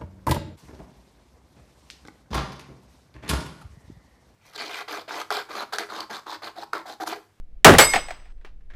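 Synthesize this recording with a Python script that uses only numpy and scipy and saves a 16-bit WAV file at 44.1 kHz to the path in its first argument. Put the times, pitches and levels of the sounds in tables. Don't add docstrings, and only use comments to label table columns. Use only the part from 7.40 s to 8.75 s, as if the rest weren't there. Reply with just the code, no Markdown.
import sys
import numpy as np
from scipy import signal
from scipy.fft import rfft, irfft
from scipy.io import wavfile
from scipy.ndimage import uniform_filter1d

SR = 44100
rng = np.random.default_rng(int(sys.argv[2]) if len(sys.argv) > 2 else 0)


def linear_from_db(decibels):
    return 10 ** (np.asarray(decibels, float) / 20)


def unload_audio(sound):
    columns = np.transpose(np.atleast_2d(sound))
    steps = np.round(np.clip(columns, -1, 1) * 32767)
    wavfile.write(sys.argv[1], SR, steps.astype(np.int16))


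N = 59535


def read(points, hz):
    f, value = np.transpose(points)
    return np.interp(np.log(hz + 1), np.log(f + 1), value)


# (frequency [Hz], density [dB per Hz])
AIR = [(4.7, -31.5), (8.0, 5), (36, -8), (57, -20), (87, -31), (780, -51.5), (914, -59.5), (2160, -60),
       (16000, -83)]


def air():
    spectrum = rfft(rng.standard_normal(N))
    hz = np.fft.rfftfreq(N, 1 / SR)
    x = irfft(spectrum * linear_from_db(read(AIR, hz)), N)
    return linear_from_db(-38) * x / x.std()


def arrival(s, db, colour, t60, lag_cycles=1.6, grain_db=-1.0):
    size = 30000
    start = round(s * SR)
    t = np.arange(min(N - start, size)) / SR

    taps = rng.standard_normal(size)
    clumps = uniform_filter1d(rng.standard_normal(size), size=64) * 13
    taps = taps * linear_from_db(grain_db * clumps)

    hz = np.fft.rfftfreq(size, 1 / SR)
    spectrum = rfft(taps) * linear_from_db(read(colour, hz)) / np.sqrt(hz + 30)
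    spectrum /= np.sqrt(np.mean(irfft(spectrum) ** 2))

    out = np.zeros(N)
    for step in range(19):
        centre = 30 * 2 ** (step / 2)
        window = np.clip(1 - abs(2 * np.log2((hz + 1) / centre)), 0, 1)
        band = irfft(spectrum * window)[:len(t)]
        life = read(t60, centre) if np.ndim(t60) else t60
        swell = 1 - np.exp(-(t * centre / lag_cycles) ** 2)
        out[start:start + len(t)] += band * swell * linear_from_db(-60 * t / life)
    return linear_from_db(db) * out


# (frequency [Hz], level [dB])
BLAST = [(40, -22.5), (100, -13), (250, -3), (600, 0), (1500, -2.5), (4000, -17.5), (9000, -20),
         (16000, -32)]
# (frequency [Hz], decay time T60 [s])
BLAST_T60 = [(60, 0.42), (250, 0.21), (700, 0.17), (2000, 0.21), (6000, 0.21), (14000, .25)]
# (frequency [Hz], level [dB])
CRACK = [(500, -27.5), (1500, -3.5), (4000, -0.5), (9000, -10.5), (16000, -19)]
# (time [s], level [dB])
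WALL_SLAPS = [
    (0.293, -5.5),
    (0.337, -5),
    (0.35, -15.5),
]
# (frequency [Hz], level [dB])
HALL = [(100, -14), (400, -6.5), (1000, -0.5), (2500, 0), (5000, -7.5), (12000, -23.5)]


def shot():
    shot_s = .2456
    out = arrival(shot_s, 11.5, CRACK, t60=0.037, lag_cycles=1.0)
    out += arrival(shot_s, 13, BLAST, BLAST_T60, lag_cycles=3.3)
    for s, db in WALL_SLAPS:
        out += arrival(s, db, BLAST, t60=.06, lag_cycles=1.2)
    return out + arrival(shot_s, -17, HALL, t60=0.86)


# (frequency [Hz], level [dB])
RETURN = [(30, -18), (100, -22), (300, -13.5), (550, 1), (2000, -1), (4000, -4), (9000, -6.5), (16000, -17)]
# (frequency [Hz], decay time T60 [s])
RETURN_T60 = [(60, 0.094), (300, 0.23), (700, 0.15), (2000, 0.19), (6000, 0.13), (14000, 0.17)]
# (time [s], level [dB], decay time T60 [s])
FLUTTER = [
    (.5355, -3, 0.033),
    (.5575, -10.5, 0.07),
    (.684, -30.5, 0.068),
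    (.706, -24, 0.033),
    (.795, -54.5, 0.13),
    (.855, -53, 0.094),
]
# (frequency [Hz], level [dB])
LANE = [(300, -38), (480, -17), (700, 10), (1200, -23), (1900, 5), (3200, -14), (8000, -16), (16000, -36)]


def far_wall():
    lead_s, lead_db, lead_hz = 0.35, -5, 1945
    t = np.maximum(np.arange(N) / SR - lead_s, 0)
    envelope = (t / .005) * np.exp(1 - (t / 0.0027) ** 2)
    lead = linear_from_db(lead_db) * envelope * np.sin(2 * np.pi * lead_hz * t)

    out = lead + arrival(.3838, 2.5, RETURN, RETURN_T60, lag_cycles=2.2)
    for s, db, t60 in FLUTTER:
        out += arrival(s, db, LANE, t60, lag_cycles=2.3, grain_db=2.0)
        out += arrival(s, db - 14.5, HALL, t60=0.19)
    return out


# (frequency [Hz], level [dB], decay time T60 [s], gap to twin mode [Hz])
PLATE = [(2153, -2.5, 0.41, 8.5), (3704, -18.5, .5, 15.5), (4455, -9, .3, 6.5), (5023, -6.5, 0.48, -19.5),
         (5996, -14, 0.51, 10), (6500, -16.5, .4, 6.5), (7709, -9.5, 0.27, 11), (7846, 0.5, 0.43, 37.5),
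         (7990, -14, .45, 8), (8230, -10, .5, 9), (8845, -5.5, .35, 42), (9020, -16, 0.34, 9.5),
         (10360, -14.5, .25, 17.5), (11440, -7.5, .3, 18)]


def plate():
    strike_s, rise_s, twin_db, wet_gain = .386, 0.017, -4.5, 0.65
    t = np.maximum(np.arange(N) / SR - strike_s, 0)
    phases = 2 * np.pi * rng.random((len(PLATE), 2))
    ring = np.zeros(N)
    for (hz, db, t60, gap), (phase, twin_phase) in zip(PLATE, phases):
        mode = np.sin(2 * np.pi * hz * t + phase)
        twin = np.sin(2 * np.pi * (hz + gap) * t + twin_phase)
        ring += linear_from_db(db - 60 * t / t60) * (mode + linear_from_db(twin_db) * twin)
    ring *= 1 - np.exp(-t / rise_s)

    lane = rng.standard_normal(6000) * linear_from_db(-60 * np.arange(6000) / SR / 0.18)
    wet = signal.fftconvolve(ring, lane)[:N] / np.linalg.norm(lane)
    return linear_from_db(-13) * (ring + wet_gain * wet)


# (time [s], level [dB], decay time T60 [s])
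KNOCKS = [
    (.978, -60.5, .03),
    (1.013, -55.5, 0.033),
    (1.0478, -37.5, 0.04),
    (1.208, -62, 0.038),
    (1.302, -50, 0.16),
    (1.335, -48, .1),
]
# (frequency [Hz], level [dB])
RACK = [(80, -32), (150, -10), (450, -1.5), (900, -10), (1800, 5.5), (2700, -3.5), (5000, -13),
        (12000, -29.5)]


def rack():
    out = np.zeros(N)
    for s, db, t60 in KNOCKS:
        out += arrival(s, db, RACK, t60, lag_cycles=0.24)
        out += arrival(s + 0.0017, db - 11, HALL, t60=0.198)
    return out


def scene():
    return (shot() + far_wall() + plate() + rack() + air())[None]


def band_limit(x):
    return signal.sosfilt(signal.butter(12, 16450, fs=SR, output="sos"), x)


def record(dry):
    ceiling, knee, droop_hz = 0.79, 3.0, 40
    flat = dry / (1 + abs(dry / ceiling) ** knee) ** (1 / knee)
    pole = np.exp(-2 * np.pi * droop_hz / SR)
    overload = flat - dry.clip(-.1, .1)
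    slow = signal.lfilter([1 - pole], [1, -pole], overload)
    mix = np.clip(flat - 0.16 * slow, -1, 1)
    return band_limit(mix)


dry = scene()
out = record(dry)
unload_audio(out)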